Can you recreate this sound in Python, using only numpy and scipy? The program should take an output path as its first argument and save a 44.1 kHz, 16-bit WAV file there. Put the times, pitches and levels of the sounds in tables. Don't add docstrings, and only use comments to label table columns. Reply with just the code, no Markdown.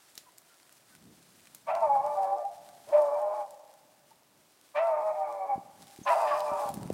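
import sys
import numpy as np
from scipy import signal
from scipy.fft import rfft, irfft
from scipy.io import wavfile
from scipy.ndimage import uniform_filter1d

SR = 44100
rng = np.random.default_rng(int(sys.argv[2]) if len(sys.argv) > 2 else 0)


def voltage_ratio(level):
    return 10 ** (np.asarray(level, float) / 20)


def digitize_waveform(pressure):
    field = np.atleast_2d(pressure).T
    bounded = np.clip(field, -1, 1)
    quanta = np.round(bounded * 32767).astype(np.int16)
    wavfile.write(sys.argv[1], SR, quanta)


N = 305613

# (time [s], pitch [Hz], level [dB])
BAYS = [
    [(1.66, 568, -42.5), (1.695, 579, -36.5), (1.71, 668, -30), (1.80, 670.3, -25.5), (1.90, 557.6, -31.5),
     (2.0, 557, -37.5), (2.06, 594.3, -32.5), (2.26, 571.8, -34), (2.42, 591.4, -34.5)],
    [(2.911, 573.7, -23.5), (2.955, 589.5, -16.5), (3.02, 604.7, -22.5), (3.09, 573, -30.5),
     (3.28, 610.4, -29.5), (3.42, 608.4, -38.5)],
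    [(4.738, 582.4, -39), (4.785, 591.8, -20.5), (4.80, 657.5, -26), (4.87, 679, -22.5), (4.96, 594.7, -31),
     (5.05, 630.3, -29), (5.26, 596.7, -36), (5.55, 558.4, -41.5)],
    [(6.049, 560.5, -37), (6.09, 566, -29.5), (6.11, 678.7, -19.5), (6.23, 674.6, -26), (6.26, 588.4, -32),
     (6.37, 610, -33), (6.68, 565.4, -37)],
]
# (upper layers at the start [dB], clean overtones [dB], bright opening [dB],
# nasal ring [Hz], ring at the start [dB], ring at the end [dB], chest at the end [dB])
COLOUR = [(-37, -8, -6, 2250, -17, -31, -25.5), (-38, -12.5, -7.5, 2280, -30, -23, -27),
          (-38, -6, -1, 2220, -21.5, -12.5, -23.5), (-31, -11, -1.5, 2448, -19.5, -21.5, -24)]
# (time [s], rustle of paws and feet [dB], bass of air and handling [dB])
UNDERGROWTH = [(0.0, -63.5, -67.5), (1.618, -64.5, -70), (1.87, -62.5, -66.5), (3.09, -61.5, -68.5),
               (3.709, -66, -72), (4.38, -72.5, -70.5), (4.77, -63.5, -65), (5.5, -65, -69),
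               (5.74, -66, -65), (5.82, -57.5, -53.5), (6.04, -62.5, -70), (6.09, -50, -70),
               (6.27, -54.5, -67.5), (6.66, -52.5, -56.5), (6.8, -55.5, -42), (6.93, -54, -51)]
ATTACK_S, RELEASE_S = 0.026, 0.085


def band(x, hz, width):
    return signal.lfilter(*signal.iirpeak(min(hz, 18000), hz / width, fs=SR), x)


def unit(x):
    return x / np.sqrt(np.mean(x ** 2))


def walk(rate):
    hold = int(SR / rate)
    steps = np.repeat(rng.standard_normal(N // hold + 1), hold)
    slewed = uniform_filter1d(uniform_filter1d(steps, hold), hold)
    return unit(slewed[:N])


def coloured(x, table):
    hz, db = np.transpose(table)
    f = np.arange(N // 2 + 1) * SR / N + 1
    gain = voltage_ratio(np.interp(np.log(f), np.log(hz), db))
    return unit(irfft(rfft(x) * gain, N))


def hound():
    gate, hz, tone_db, upper_db, clean_db, ring_db, chest_db = bays()
    low, size = folds(hz * (1 + 0.006 * walk(12)), jitter=0.006, shimmer_db=1.5)
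    high_hz, level_high = registers()
    high, size_high = folds(high_hz, jitter=0.006, shimmer_db=1.5)

    harmonics = sum(np.sin(k * low) * (1 + 0.35 * (k - 1) * walk(100)) / (k - 1) ** 0.7
                    for k in range(2, 5))
    overtones = voltage_ratio(clean_db) * size * harmonics
    beat = high - low
    beating = (0.8 * np.cos(2 * beat) + 0.6 * np.cos(beat / 2)
               + 0.3 * np.cos(beat) + 0.4 * np.cos(3 * beat / 2))
    coupled = size_high * np.sin(low) * beating
    rasp = (1 + 0.41 * np.cos(low)) * rng.standard_normal(N) * voltage_ratio(2.5 * walk(40))
    upper = voltage_ratio(3.0) * throat(overtones) + unit(throat(coupled)) + voltage_ratio(1.5) * unit(throat(rasp))

    t = np.arange(N) / SR
    ring_source = overtones + 1.6 * rasp
    ring_width_hz = 310
    for bay, (_, _, _, ring_hz, *_) in zip(BAYS, COLOUR):
        nasal = unit(band(band(ring_source, ring_hz, ring_width_hz), ring_hz, ring_width_hz))
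        during_bay = (t > bay[0][0]) * (t < bay[-1][0] + RELEASE_S)
        upper = upper + during_bay * voltage_ratio(ring_db) * nasal

    wide = [(bay[0][0] + ATTACK_S, colour[2]) for bay, colour in zip(BAYS, COLOUR)]
    wide += [(6.28, -2.5)]
    opening = sum(voltage_ratio(db) * np.exp(np.minimum((t - s) / 0.015, (s - t) / 0.061)) for s, db in wide)
    bright = band(voltage_ratio(6.0) * overtones + 2.3 * rasp, 1500.0, 1600.0)
    bright = band(band(bright, 2000.0, 2000.0), 2000.0, 2000.0)
    upper = upper + opening * unit(bright)

    chest = voltage_ratio(chest_db) * size_high * (np.sin(low - beat) + 2.1 * np.sin(low - beat / 2))
    lower_cry = gate * (voltage_ratio(tone_db) * (size * np.sin(low) + chest) + voltage_ratio(upper_db) * upper)
    return lower_cry + level_high * size_high * np.sin(high)


def bays():
    silent_db, chest_start_db, darken_db_per_s = -33.5, -43.5, 14
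    t = np.arange(N) / SR
    gate, hz, tone_db, upper_db, clean_db, ring_db, chest_db = np.zeros((7, N))
    for bay, (open_db, clean, _, _, ring, ring_end, chest) in zip(BAYS, COLOUR):
        s, pitch, db = np.transpose(bay)
        u, length = t - s[0], s[-1] - s[0]
        on = (u > 0) & (u < length + RELEASE_S)
        attack = (1 - u / ATTACK_S).clip(0, 1) ** 2
        release = ((u - length) / RELEASE_S).clip(0, 1)
        edge_db = silent_db * (attack + release)
        gate += on
        hz += on * np.interp(t, s, pitch)
        tone_db += on * (np.interp(t, s, db) + edge_db)
        upper_db += on * (open_db - darken_db_per_s * u + edge_db)
        clean_db += on * clean
        ring_db += on * (ring + (ring_end - ring) * u / length)
        chest_db += on * (chest_start_db + (chest - chest_start_db) * u / length)
    return gate, hz, tone_db, upper_db, clean_db, ring_db, chest_db


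def registers():
    # (start [s], length [s], start pitch [Hz], end pitch [Hz], level [dB])
    clear_registers = [(1.817, 0.051, 910, 873, -28.5), (1.889, .13, 836, 829, -25.5),
                       (2.02, 0.044, 834.5, 830.5, -32), (2.088, 0.07, 850, 874, -33.5),
                       (2.16, .1, 785.3, 755, -31), (2.265, 0.097, 789, 796, -32),
                       (2.367, 0.081, 725.3, 699.6, -35), (2.441, 0.05, 814, 797, -32.5),
                       (2.972, .11, 886, 871.4, -39), (3.201, 0.089, 833.4, 819, -35),
                       (3.33, 0.13, 860, 799.8, -38), (4.823, 0.19, 921.3, 879.5, -40),
                       (5.163, 0.097, 789, 767, -37), (5.486, 0.072, 830, 795.3, -29.5),
                       (6.059, 0.089, 1040, 929.8, -28), (6.202, 0.095, 938.7, 843, -37.5),
                       (6.305, 0.05, 1151, 1107, -28), (6.605, 0.11, 837, 793, -39)]
    weak_hz, weak_spread_hz, sag_hz_per_s = 830, 55, 230
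    weak_db, weak_s = -41.5, 0.07
    t = np.arange(N) / SR
    step = (t / weak_s).astype(int)
    chance = rng.standard_normal((N // 1000, 2))[step].T
    hz = weak_hz + weak_spread_hz * chance[0] - sag_hz_per_s * (t % weak_s)
    voiced = sum((t > bay[0][0] + ATTACK_S) & (t < bay[-1][0]) for bay in BAYS)
    swell = np.sqrt(2 * np.sin(np.pi * (t / weak_s % 1)).clip(0))
    size = voiced * voltage_ratio(weak_db + 3.0 * chance[1]) * swell
    for s, length, start_hz, end_hz, db in clear_registers:
        u = (t - s) / length
        on = (u > 0) & (u < 1)
        fade = (np.minimum(u, 1 - u) * length / 0.012).clip(0, 1)
        hz = np.where(on, start_hz + (end_hz - start_hz) * u, hz)
        size = np.where(on, voltage_ratio(db) * np.sqrt(2) * fade, size)
    return uniform_filter1d(hz, size=200), uniform_filter1d(size, size=200)


def folds(hz, jitter, shimmer_db):
    wandering_hz = hz * (1 + jitter * walk(150) + jitter * walk(25))
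    phase = 2 * np.pi * np.cumsum(wandering_hz) / SR
    return phase, np.sqrt(2) * voltage_ratio(shimmer_db * (walk(80) + walk(25) / 2))


def throat(x):
    # (centre [Hz], width of one pass [Hz], level [dB])
    resonances = [(378, 370, -35), (637, 104, 11.5), (850, 260, 7), (1042, 547, 1.5), (1670, 1500, -27.5),
                  (4470, 3500, -40.5)]
    out = 0
    for k, (hz, width, db) in enumerate(resonances):
        out = out + (-1) ** k * voltage_ratio(db) * band(band(x, hz, width), hz, width)
    return out


def short_glides():
    # (start [s], level [dB], start pitch [Hz], end pitch [Hz], length [s])
    glide_list = [(0.259, -56, 1044, 943, 0.041), (0.495, -61, 1420, 1330, 0.066),
                  (.9, -60.5, 1543, 1490, 0.063), (2.868, -41.5, 517.6, 825, 0.072),
                  (2.885, -49, 900, 1283, 0.06), (4.108, -52.5, 889.7, 885, 0.018),
                  (6.27, -42, 1861, 1516, 0.086)]
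    return glides(glide_list, hoarse=0.55)


def glides(table, hoarse):
    out = np.zeros(N)
    for s, db, hz, end_hz, length in table:
        t = np.arange(int(length * SR)) / SR
        flutter = 1 + hoarse * unit(uniform_filter1d(rng.standard_normal(20000), 60))[:len(t)]
        tone = np.sin(2 * np.pi * (hz * t + (end_hz - hz) * t ** 2 / length / 2))
        swell = np.sqrt(np.sin(np.pi * t / length))
        out[int(s * SR):int(s * SR) + len(t)] += voltage_ratio(db) * swell * flutter * tone
    return out


def wood(x):
    near_t60_s, near_db, far_t60_s, far_db = 0.2, -12, 1.5, -16
    t = np.arange(int(1.6 * SR)) / SR
    tails = [rng.standard_normal(len(t)) * voltage_ratio(-60 * t / t60) for t60 in (near_t60_s, far_t60_s)]
    near, far = (tail / np.sqrt(np.sum(tail ** 2)) for tail in tails)
    early = signal.fftconvolve(x, near)[:N]
    stirred = x * (0.9 + walk(50) + walk(200)) / 1.7
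    late = signal.fftconvolve(stirred, band(far, 800.0, 1500.0))[:N]
    return voltage_ratio(-2.5) * x + voltage_ratio(near_db) * early + voltage_ratio(far_db) * late


def rustle():
    # (frequency [Hz], level per Hz [dB])
    litter_spectrum = [(880, -13.5), (1500, -7), (2570, -10.5), (5000, -9), (6500, -11), (8880, -8.5),
                       (15500, -19.5)]
    swell_db = 1.5 * walk(4.5) + 1.3 * walk(14) + 1.8 * walk(60)
    hiss = rng.standard_normal(N) * voltage_ratio(swell_db)
    struck = rng.random(N) < 500 / SR
    grain_db = 5.8 * np.minimum(rng.exponential(size=N), 3.8)
    grains = struck * rng.standard_normal(N) * voltage_ratio(grain_db)
    scrapes = uniform_filter1d(abs(grains), size=50) * rng.standard_normal(N)
    mix = unit(hiss) + 0.53 * unit(scrapes)
    s, db, _ = np.transpose(UNDERGROWTH)
    return coloured(mix, litter_spectrum) * voltage_ratio(np.interp(np.arange(N) / SR, s, db))


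def twigs():
    # (start [s], peak level [dB], centre [Hz])
    snap_list = [(0.1534, -38.5, 8590), (0.1773, -26, 4930), (0.382, -35, 10200), (.725, -44, 11000),
                 (1.04, -54, 4670), (1.3962, -48, 2610), (1.4714, -38.5, 2600), (1.5475, -33, 9200),
                 (1.751, -35, 3980), (3.02, -39, 9000), (3.5071, -39, 8320), (5.9094, -45.5, 4920),
                 (6.4042, -32, 3640), (6.6354, -38, 9143), (6.6895, -32.5, 9000), (6.7405, -29, 9330),
                 (6.901, -36.5, 2730)]
    out, t = np.zeros(N + 4000), np.arange(4000) / SR
    for (s, db, hz), noise in zip(snap_list, rng.standard_normal((len(snap_list), 4000))):
        crack = noise * voltage_ratio(-60 * t / 0.01) * np.clip(t / 0.00062, 0, 1)
        tail = band(noise * voltage_ratio(-60 * t / 0.19), hz, 1.2 * hz)
        snap = 0.39 * crack + band(crack, hz, 0.42 * hz) + 0.099 * tail
        out[int(s * SR):int(s * SR) + 4000] += voltage_ratio(db) * snap / abs(snap).max()
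    return out[:N]


def knocks():
    # (start [s], level of the push [dB], centre [Hz])
    knock_list = [(1.838, -55, 48.7), (5.55, -38, 178), (5.574, -32, 268), (5.984, -36, 266),
                  (6.009, -37.5, 222.2), (6.512, -32.5, 230.5), (6.651, -39, 211.1), (6.696, -36, 200),
                  (6.769, -30.5, 240), (6.851, -28.5, 221), (6.9, -17, 427)]
    out, t = np.zeros(N + 6000), np.arange(6000) / SR
    for (s, db, hz), noise in zip(knock_list, rng.standard_normal((len(knock_list), 6000))):
        cycles = hz * t - 1.7
        push = np.cos(2 * np.pi * cycles) * np.exp(-(cycles / 0.47) ** 2)
        dull = unit(band(band(noise, 170.0, 200.0), 170.0, 200.0))
        rumble = voltage_ratio(-17) * dull * voltage_ratio(-60 * t / 0.2) * np.clip(hz * t / 2, 0, 1)
        out[int(s * SR):int(s * SR) + 6000] += voltage_ratio(db) * (push + rumble)
    return out[:N]


def faint_high_tones():
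    # (start [s], level [dB], start pitch [Hz], end pitch [Hz], length [s])
    tone_list = [(6.03, -53.5, 6470, 6240, 0.029), (6.07, -60, 4670, 5140, 0.45)]
    return glides(tone_list, hoarse=1.1)


def air():
    # (frequency [Hz], level per Hz [dB])
    hush_spectrum = [(180, -24), (300, -3.5), (461, -9), (600, -4), (1370, -11), (1620, -14), (15500, -20)]
    hush = voltage_ratio(-66) * coloured(rng.standard_normal(N), hush_spectrum)
    low_noise = band(band(rng.standard_normal(N), 168.0, 200.0), 168.0, 200.0)
    bass = unit(low_noise * voltage_ratio(4.7 * walk(4.014) + 2.0 * walk(10.0)))
    s, _, db = np.transpose(UNDERGROWTH)
    return hush + bass * voltage_ratio(np.interp(np.arange(N) / SR, s, db))


def scene():
    far = wood(hound() + short_glides())
    direct = rustle() + air() + twigs() + knocks() + faint_high_tones()
    return (far + direct)[None]


def band_limit(x):
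    return signal.sosfilt(signal.butter(12, 16480, fs=SR, output="sos"), x)


def record(dry):
    bass_cut = signal.butter(1, 60, "high", fs=SR, output="sos")
    top_cut = signal.ellip(8, 0.2, 70, 15850, fs=SR, output="sos")
    mix = signal.sosfilt(top_cut, signal.sosfilt(bass_cut, dry))
    return band_limit(mix)


dry = scene()
out = record(dry)
digitize_waveform(out)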